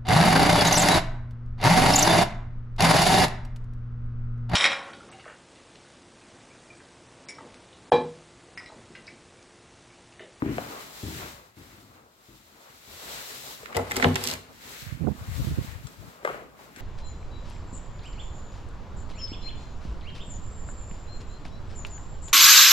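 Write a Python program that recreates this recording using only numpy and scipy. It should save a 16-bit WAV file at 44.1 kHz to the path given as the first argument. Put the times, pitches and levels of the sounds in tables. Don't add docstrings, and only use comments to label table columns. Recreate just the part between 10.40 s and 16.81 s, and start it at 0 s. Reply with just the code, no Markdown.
import sys
import numpy as np
from scipy import signal
from scipy.fft import rfft, irfft
from scipy.io import wavfile
from scipy.ndimage import uniform_filter1d

SR = 44100
rng = np.random.default_rng(int(sys.argv[2]) if len(sys.argv) > 2 else 0)


def invert_db(x):
    u = np.asarray(x, float) / 20
    return 10 ** u


def store_pcm(level_fs):
    pcm = np.round(np.clip(level_fs, -1, 1) * 32767).astype(np.int16)
    wavfile.write(sys.argv[1], SR, np.atleast_2d(pcm).T)


N = 282618
T = np.arange(N) / SR

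# full at t/s, held/s, rise/(dB per s), swish level/dB, sleeve rub level/dB
GESTURES = [(.065, .01, 200, -71, -46), (.16, 0.26, 82, -48, -45), (.67, 0.061, 30, -44, -51),
            (.79, 0.07, 57, -44, -44.5), (1.175, 0.23, 413, -56.5, -57), (1.55, 0.0067, 107, -62, -57.5),
            (1.89, 0.11, 69, -58.5, -64.5), (2.27, 0.04, 23, -59, -56.5), (2.7, 0.097, 45, -40.5, -45.5),
            (2.9, 0.22, 93, -43, -50), (3.32, .64, 48, -57.5, -47), (4.271, 0.16, 101, -45.5, -52),
            (4.68, 0.42, 56, -59.5, -54), (4.96, 0.11, 69, -45.5, -51), (5.15, 0.0083, 100, -52, -52),
            (5.245, 0.0059, 152, -48, -50), (5.33, 0.023, 150, -55, -55.5), (5.45, 0.27, 100, -57, -58),
            (5.72, 0.036, 62, -65, -54), (5.88, 0.057, 194, -53.5, -44), (6.2, 0.04, 130, -58.5, -54),
            (6.4, .02, 159, -53.5, -49.5)]
# full at t/s, held/s, rise/(dB per s), level/dB
FOLDS = [
    (.14, .04, 90, -50.5),
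    (.845, 0.015, 120, -50.5),
    (4.3, 0.2, 87, -50.5),
    (5.1, 0.25, 33, -53),
    (6.39, .03, 202, -49.5),
]
# f/Hz, level/dB
SWISH_TONE = [(1710, -11.5), (2900, -4), (3570, -1.5), (4000, -0.5), (4710, -3.5), (5210, -4.5), (6190, -6),
              (7610, -4), (9160, -13), (12000, -7), (15000, -10.5), (16000, -10.5)]
BRUSH_TONE = [(1000, -26), (1400, -6), (2000, -4.5), (2800, -10.5), (3500, -19)]
RUB_TONE = [(330, -7), (460, -3), (800, -4.5), (1250, -4.5), (1700, -15)]
RUMBLE_TONE = [(18, -35), (30, -14), (58, 6), (92, -9.5), (128, 2), (166, -0.5), (261, 0.5), (413, -11),
               (700, -39), (910, -21), (1540, -120)]
# t/s, peak level/dB, centre f/Hz, bright edge level/dB, t60/s
SNAPS = [(0.0216, -21.5, 1140, -45, 0.008), (0.183, -18, 600, -38.5, 0.015),
         (0.1824, -19, 1990, -40, 0.006), (3.231, -35.5, 416, -3.5, 0.038), (5.386, -48.5, 520, -14, 0.03),
         (5.47, -39.5, 1500, 9, 0.029), (5.618, -42.5, 606, -23, 0.083), (5.828, -42, 450, -30, 0.03),
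         (5.849, -15.5, 568, -15.5, 0.017), (5.85, -14.5, 1370, -20, 0.03),
         (5.875, -16.5, 1090, -21, 0.024), (5.891, -26, 1250, -25, 0.094), (5.9, -28, 450, -35, 0.03),
         (5.944, -26, 477, -43, 0.014), (5.992, -36, 705, -35, 0.044), (6.02, -40, 418, -35, 0.05),
         (6.19, -43, 820, -24, 0.28), (6.347, -53, 1990, -12, 0.018), (6.362, -36.5, 2020, 3.5, 0.033)]
# t/s, peak level/dB, deep thud level/dB, t60/s
STEPS = [(0.0217, -15.5, -47, 0.26), (0.06, -19.5, -16, 0.56), (0.118, -24.5, -12, 0.091),
         (0.632, -28.5, 0.5, 0.58), (0.707, -35, 3, 0.74), (1.169, -43, -3, 1), (1.38, -46, -6, 1),
         (1.886, -48.5, 2.5, 0.79), (2.12, -53, -12, 0.72), (2.299, -54, -1, 0.56), (2.477, -60, 18, 0.7),
         (2.63, -50, -6, 0.4), (2.9, -49.5, -3, 0.5), (3.2, -52, 3, 0.4), (4.25, -48, 0, 0.5),
         (6.369, -40.5, -30, 0.75)]
# f/Hz, width/Hz, level/dB
BOARDS = [(106.4, 40, -4), (256.6, 68, -0.5), (320, 46.3, 1), (404, 142, -11.5)]
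# t/s, peak level/dB, ring f/Hz, sharpness level/dB
LATCH_TICKS = [(3.258, -27.5, 1782, -29), (3.3245, -38, 2040, -22), (3.3285, -29, 1770, -23),
               (3.347, -28, 2200, -15), (3.3515, -24, 1930, -19), (3.3593, -27.5, 3120, -6),
               (3.367, -24.5, 2520, 0), (3.3701, -28, 1900, 5.5), (3.389, -32, 1850, -17),
               (3.415, -36, 2200, -20), (3.5035, -35, 2020, -1), (3.5109, -17, 2060, -11),
               (3.5175, -16.5, 1870, -5.5), (3.5587, -25, 3440, -5), (3.5663, -17.5, 2200, 2.5),
               (3.571, -22, 4720, -9), (3.5989, -16.5, 1480, -30), (3.6255, -9, 1870, -27),
               (3.634, -20, 1860, -25), (3.639, -22, 3700, -9), (3.6431, -8, 1250, -36),
               (3.7445, -31, 3900, -8), (3.7571, -14, 2700, -5.5), (3.761, -14, 2130, -27),
               (3.8392, -29, 2800, 13), (3.8535, -22.5, 3600, -12), (3.867, -33, 3580, 8),
               (3.8736, -22.5, 3520, 7), (3.8795, -34, 3000, 7), (3.8866, -21.5, 2850, 1),
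               (3.8928, -28, 3700, -4), (3.9, -29, 4300, 2), (3.913, -21, 4200, -3), (3.931, -34, 4330, 2),
               (3.9375, -25, 2500, 2), (3.942, -36, 2500, -12), (3.953, -31, 2000, -14)]
# f/Hz, width/Hz, level/dB
STEEL = [(1900, 400, 0), (2400, 500, -1), (3500, 1000, -6), (4600, 1500, -11)]
SPRING = [(4670, 1530, 9), (8240, 1550, 7.5), (11400, 3500, 3), (14800, 1600, -1.5)]
# t/s, level/dB, hardness f/Hz
BLOWS = [(3.327, -48, 1200), (3.353, -42, 400), (3.361, -41.5, 98), (3.368, -25.5, 816), (3.375, -35, 940),
         (3.392, -30.5, 476), (3.512, -35.5, 905), (3.568, -33, 410), (3.598, -38, 503), (3.63, -31.5, 400),
         (3.645, -20.5, 890), (3.654, -26.5, 193), (3.666, -30.5, 109), (3.68, -36, 200), (3.711, -39, 201),
         (3.755, -36, 676)]
# t/s, level/dB, hardness f/Hz
LOCK_KNOCKS = [(3.326, -47, 900), (3.349, -36.5, 650), (3.357, -39, 650), (3.3665, -25.5, 750),
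               (3.372, -28.5, 694), (3.391, -42, 500), (3.408, -40, 700), (3.428, -42, 546),
               (3.497, -44, 650), (3.515, -47, 900), (3.567, -34, 850), (3.579, -41, 650),
               (3.598, -32, 700), (3.626, -35, 790), (3.635, -40, 700), (3.643, -21, 750),
               (3.652, -34, 900), (3.67, -41, 700), (3.712, -40, 500), (3.756, -31, 850)]
# f/Hz, level/dB, t60/s
LEAF = [(71, -5.5, 0.28), (98, -1.5, 0.22), (160, -7, 0.2), (253, 7.5, 0.11), (385.4, 3.5, 0.083),
        (471, -6.5, 0.19), (517, -0.5, 0.058), (635, -10, 0.062), (675, -1.5, 0.051), (822, -2.5, 0.11),
        (900, 1.5, 0.018), (993, -4, 0.053), (1250, -24, 0.066), (1450, -29, 0.02)]
LOCK_CASE = [(485, 2, 0.14), (583, -5, 0.09), (636, -1, 0.074), (701, 2, 0.066), (764, -6, 0.062),
             (837, -4.5, 0.09), (882, -2.5, .06), (971, 0, 0.065), (1090, -6, .08), (1250, -12, 0.073)]
# t/s, drag level/dB, door shudder level/dB
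DRAG = [
    (3.3, -60, -54),
    (3.392, -54, -29),
    (3.502, -41, -42),
    (3.564, -34, -16.5),
    (3.704, -38, -37),
    (3.75, -45, -50),
    (3.8, -32, -36),
    (3.928, -33.5, -23),
    (3.975, -64, -49),
]
# t/s, peak level/dB, pitch f/Hz, length/ms
EDDIES_LEFT = [(4.817, -23.5, 124.5, 17), (4.881, -17.5, 106.7, 3.6), (4.915, -20, 81.5, 62),
               (4.959, -15.5, 99.5, 12), (5.002, -14, 96, 44), (5.051, -27, 124, 13), (5.089, -29, 116, 10),
               (5.119, -19.5, 107.5, 57), (5.19, -21.5, 98, 24), (5.287, -24, 97, 28), (5.319, -22, 85, 17),
               (5.36, -22.5, 87, 25), (5.452, -22, 96.5, 22), (5.6, -30, 94, 40), (5.64, -32, 125.3, 19),
               (5.68, -33.5, 111, 19)]
EDDIES_RIGHT = [(4.43, -29, 103, 14), (4.478, -23, 108, 31), (4.526, -17, 160, 12), (4.553, -20, 134.3, 13),
                (4.623, -14.5, 138.6, 35), (4.66, -14, 176.3, 40), (4.681, -10, 244.5, 17),
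                (4.709, -14.5, 164.3, 29), (4.76, -28, 123, 7.9), (4.807, -29, 96.4, 64),
                (4.885, -21.5, 92.3, 17), (5.027, -16, 129, 14), (5.047, -18.5, 140.6, 13),
                (5.076, -13, 112, 22.6), (5.115, -15, 208.7, 19), (5.14, -16.5, 92.3, 15),
                (5.185, -11, 90.4, 18.4), (5.215, -14.5, 115, 8.4), (5.24, -24, 98, 8.3),
                (5.403, -33, 111, 35)]

SETTLE_DB_PER_S = 87
STILL_SWISH_DB, STILL_RUB_DB, STILL_RUMBLE_DB = -72, -67.5, -73.5
BRUSH_PER_SWISH_DB, BRUSH_PER_RUB_DB, RUMBLE_PER_RUB_DB = -10, -5, -10
BREEZE_FROM_S, BREEZE_TO_S, BREEZE_DB = 3.44, 6.5, -54.5
JACKET_PAN_DB, FLOOR_PAN_DB, HANDLE_PAN_DB, TICK_PAN_SPREAD_DB = 2.5, 4.5, 1, 4.9
LAG_PER_DB = 2.5
HANDLE_LAG = -12
SOLE_DB = -18
ROOM_T60_S, ROOM_TREBLE_T60_S, ROOM_DB = .7, .4, -7.5
TICK_T60_S, SPRING_DB_PER_S = 0.023, 2200
CLACK_S, CLACK_DB, CLACK_HZ, CLACK_T60_S = 3.6435, -5, 2270, 0.015
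SEAL_PER_DRAG_DB = -9.5
PEEL_FROM_S, PEEL_TO_S, PEEL_DB, PEEL_FADE_DB = 3.842, 3.955, -46, -27
APART = 1.0
WAKE_S, WAKE_DB, WAKE_PITCH, WAKE_MS = 0.0222, -15.5, 1.4, 6.9
PUSH_DB = -3.5


def unit(x):
    return x / np.sqrt(np.mean(x ** 2, axis=-1, keepdims=True) + 1e-18)


def top(x):
    return x / np.max(np.abs(x))


def colour(x, tone):
    hz, db = np.transpose(tone)
    f = np.fft.rfftfreq(x.shape[-1], 1 / SR) + 1
    gain_db = np.interp(np.log(f), np.log(hz), db, left=-80, right=-80)
    return irfft(rfft(x) * invert_db(gain_db), x.shape[-1])


def resonate(x, body):
    total = 0
    for k, (hz, width, db) in enumerate(body):
        total = total + (-1) ** k * invert_db(db) * signal.lfilter(*signal.iirpeak(hz, hz / width, SR), x)
    return total


def walk(rate):
    k = int(SR / rate)
    stairs = np.repeat(rng.standard_normal(N // k + 1), k)
    return unit(uniform_filter1d(uniform_filter1d(stairs, k), k)[:N])


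def ports(like_hz, lag=0):
    mid, side = rng.standard_normal((2, N))
    side = signal.lfilter(*signal.butter(1, like_hz, "high", fs=SR), side)
    return np.array([mid + side, np.roll(mid - side, lag)])


def burst(t60, attack_s, click=0., size=22050):
    t = np.arange(size) / SR
    return (t == 0) * click + rng.standard_normal(size) * (1 - np.exp(-t / attack_s)) * invert_db(-60 * t / t60)


def wide(*shape, **more):
    alone = [burst(*shape, size=more["size"]) for _ in range(2)]
    return burst(*shape, **more) + APART * np.array(alone)


def place(out, sound, s, pan_db, lead=None):
    if lead is None:
        lead = np.clip(LAG_PER_DB * pan_db, -20, 20)
    for ch, sign in enumerate((1, -1)):
        i = int(s * SR - sign * lead / 2)
        out[ch, i:i + sound.shape[-1]] += invert_db(sign * pan_db / 2) * np.atleast_2d(sound)[-ch, :N - i]


def curves(table):
    s, *columns = np.transpose(table)
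    return [np.interp(T, s, c, left=-120, right=-120) for c in columns]


def gesture_power(moves, column):
    total = 0
    for row in moves:
        full_s, held_s, rise = row[:3]
        before = rise * np.clip(full_s - T, 0, None)
        after = SETTLE_DB_PER_S * np.clip(T - full_s - held_s, 0, None)
        total = total + invert_db(row[column] - before - after) ** 2
    return total


def jacket():
    fast, slow = gesture_power(GESTURES, column=3), gesture_power(GESTURES, column=4)
    airy = 1. * (T > BREEZE_FROM_S) * (T < BREEZE_TO_S)
    breeze = uniform_filter1d(airy, size=6000) * invert_db(BREEZE_DB) ** 2
    grain = invert_db(2.0 * np.clip(rng.exponential(size=(2, N)), 0, 7))

    swish = np.sqrt(fast + invert_db(STILL_SWISH_DB) ** 2) * invert_db(.9 * walk(35))
    swish = swish * unit(colour(ports(1500, lag=13) * grain, SWISH_TONE))

    brush_power = gesture_power(FOLDS, column=3)
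    brush_power = brush_power + fast * invert_db(BRUSH_PER_SWISH_DB) ** 2 + slow * invert_db(BRUSH_PER_RUB_DB) ** 2
    brush = np.sqrt(brush_power) * invert_db(1.1 * walk(30)) * unit(colour(ports(1100, lag=13), BRUSH_TONE))

    rub = np.sqrt(slow + invert_db(STILL_RUB_DB) ** 2) * invert_db(2.0 * walk(30))
    rub = rub * unit(colour(ports(1500, lag=13), RUB_TONE))

    body = np.sqrt(slow * invert_db(RUMBLE_PER_RUB_DB) ** 2 + breeze + invert_db(STILL_RUMBLE_DB) ** 2)
    rumble = body * invert_db(2.2 * walk(25) + 2.5 * walk(7)) * unit(colour(ports(250, lag=13), RUMBLE_TONE))
    pan = invert_db(np.array([[JACKET_PAN_DB], [-JACKET_PAN_DB]]) / 2)
    return (swish + brush + rub) * pan + rumble


def snaps():
    out = np.zeros((2, N))
    for s, db, hz, edge_db, t60 in SNAPS:
        crack = burst(t60, .0003, click=7., size=12000)
        crack = crack + .22 * burst(7 * t60, .004, size=12000)
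        wood = resonate(resonate(crack, [(hz, 0.5 * hz, 3)]), [(1.29 * hz, 2.4 * hz, 0)])
        wood = wood + resonate(crack, [(1450, 430, -11.0), (480, 250, -5)])
        wood = signal.sosfilt(signal.butter(3, [310, 2400], "band", fs=SR, output="sos"), wood)
        edge = resonate(crack, [(3730, 3300, -1.0), (8100, 3400, -1.2)])
        place(out, invert_db(db) * (top(wood) + invert_db(edge_db) * top(edge)), s, FLOOR_PAN_DB)
    return out


def steps():
    out = np.zeros((2, N))
    for s, db, thud_db, t60 in STEPS:
        heel = burst(t60, 0.005, click=27.0)
        heel[1:] *= invert_db(2.2 * walk(60)[1:22050])
        heel = signal.lfilter(*signal.butter(2, 1300, fs=SR), heel)
        boom = top(resonate(heel, BOARDS))
        slap = resonate(burst(.03, .0004, click=8.), [(1200, 1600, 0)])
        slap = top(resonate(slap, [(1000, 1400, 0), (1000, 1400, 0), (900, 900, 0)]))
        thud = top(resonate(heel, [(69.4, 50, 0)]))
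        place(out, invert_db(db) * (boom + invert_db(SOLE_DB) * slap + invert_db(thud_db) * thud), s, FLOOR_PAN_DB)
    return out


def room(x):
    t, noise = T[:SR], ports(1160)[:, :SR]
    low = signal.lfilter(*signal.butter(1, 1200, fs=SR), noise)
    tail = low * invert_db(-60 * t / ROOM_T60_S) + (noise - low) * invert_db(-60 * t / ROOM_TREBLE_T60_S)
    tail = tail * (1 - np.exp(-t / 0.0024))
    return invert_db(ROOM_DB) * signal.fftconvolve(x.mean(0, keepdims=True), unit(tail) / np.sqrt(SR))[:, :N]


def rings(modes, turn_hz):
    t, turn = T[:SR // 2], rng.uniform(-1.14, 1, (len(modes), 2, 1))
    total = 0
    for (hz, db, t60), a in zip(modes, turn):
        phase = 2 * np.pi * hz * t + min(hz / turn_hz, 2) * a
        total = total + invert_db(db - 60 * t / t60) * np.sin(phase)
    return total


def latch():
    out = np.zeros((2, N))
    for s, db, hz, sharp_db in LATCH_TICKS:
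        hit = wide(TICK_T60_S, .0004, click=7., size=8000)
        hit = hit + .14 * wide(4 * TICK_T60_S, .003, size=8000)
        steel = resonate(hit, [(hz, 0.35 * hz, 12)]) + resonate(hit, STEEL)
        steel = resonate(steel, [(hz, 2.2 * hz, 0)])
        spring = resonate(hit * invert_db(-SPRING_DB_PER_S * T[:8000]), SPRING)
        tick = invert_db(db) * (top(steel) + invert_db(sharp_db + 5.0) * top(spring))
        pan_db = HANDLE_PAN_DB + TICK_PAN_SPREAD_DB * rng.standard_normal()
        place(out, tick, s, pan_db, lead=HANDLE_LAG)
    clack = wide(CLACK_T60_S, 0.00032, click=2.2, size=8000)
    clack = resonate(clack, [(CLACK_HZ, 500, 0), (2950, 400, -7), (3700, 400, -9), (1150, 500, -3)])
    place(out, invert_db(CLACK_DB) * top(clack), CLACK_S, HANDLE_PAN_DB, lead=HANDLE_LAG)
    return out


def bolt_scrape(scrape_db):
    peel_db, = curves([(PEEL_FROM_S - .03, PEEL_DB - 12), (PEEL_FROM_S, PEEL_DB),
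                       (PEEL_TO_S, PEEL_DB + PEEL_FADE_DB)])
    rasp = unit(resonate(ports(690, lag=HANDLE_LAG), [(2150, 1800, 3.0), (4400, 1700, -2.5)]))
    seal = unit(resonate(ports(900), SPRING))
    return invert_db(scrape_db - 7.5) * rasp + (invert_db(scrape_db + SEAL_PER_DRAG_DB) + invert_db(peel_db)) * seal


def door():
    blows, knocks = np.zeros((2, 2, N))
    for s, db, hz in BLOWS:
        blow = resonate(burst(.03, .001, click=3., size=3000), [(hz, 1.1 * hz, 0)])
        place(blows, invert_db(db - 29) * top(blow), s, 1.5, lead=-4)
    for s, db, hz in LOCK_KNOCKS:
        knock = resonate(burst(.012, .001, click=6., size=2000), [(hz, 1.1 * hz, 0)])
        place(knocks, invert_db(db - 22) * top(knock), s, 1., lead=-6)
    scrape_db, shudder_db = curves(DRAG)
    catch = invert_db(2.8 * walk(130))
    blows += invert_db(shudder_db - 50.0) * catch * ports(650)

    panel = unit(resonate(wide(0.047, 0.00018, size=22050), [(530, 780, 0)]))
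    leaf = signal.fftconvolve(blows, rings(LEAF, 830.0) + 0.21 * panel, axes=1)[:, :N]
    lock = signal.fftconvolve(knocks, rings(LOCK_CASE, 400.0), axes=1)[:, :N]
    return latch() + catch * bolt_scrape(scrape_db) + leaf + lock


def draught():
    out, lurch = np.zeros((2, N)), np.tanh(walk(220))
    t = T[:4410] - T[2205]
    for ch, eddies in enumerate((EDDIES_LEFT, EDDIES_RIGHT)):
        wake = []
        for s, db, hz, ms in eddies:
            a, b = rng.standard_normal(2)
            late_s = ms / 2000 + WAKE_S * (1 + .3 * a)
            wake.append((s + late_s, db + WAKE_DB + 3 * b, WAKE_PITCH * hz, WAKE_MS))
        for s, db, hz, ms in list(eddies) + wake:
            i = int(s * SR) - 2205
            pitch = hz * np.exp(.45 * lurch[i:i + 4410])
            phase = 2 * np.pi * (rng.uniform() + np.cumsum(pitch) / SR)
            wobble = np.cos(phase) + invert_db(PUSH_DB) * np.cos(phase / 2)
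            wobble += invert_db(1.73 * (db + 7.5)) * np.cos(2 * phase + 1)
            wobble += invert_db(2.47 * (db + 5.0)) * np.cos(3 * phase)
            wobble += invert_db(3.14 * (db + 6.0)) * np.cos(4 * phase + 2)
            swell = np.exp(-(t / (0.00053 * ms + 0.00064)) ** 2)
            out[ch, i:i + 4410] += invert_db(db - 5.5) * swell * wobble
    return out


def scene():
    knocks = snaps() + steps() + door()
    return jacket() + knocks + room(knocks) + draught()


def roll_off(x):
    return signal.sosfilt(signal.butter(12, 17000, fs=SR, output="sos"), x)


def record(dry):
    x = signal.sosfilt(signal.butter(4, 48, "high", fs=SR, output="sos"), dry)
    x = signal.sosfilt(signal.ellip(8, .2, 50, 16300, fs=SR, output="sos"), x)
    return roll_off(x)


dry = scene()
out = record(dry)
store_pcm(out)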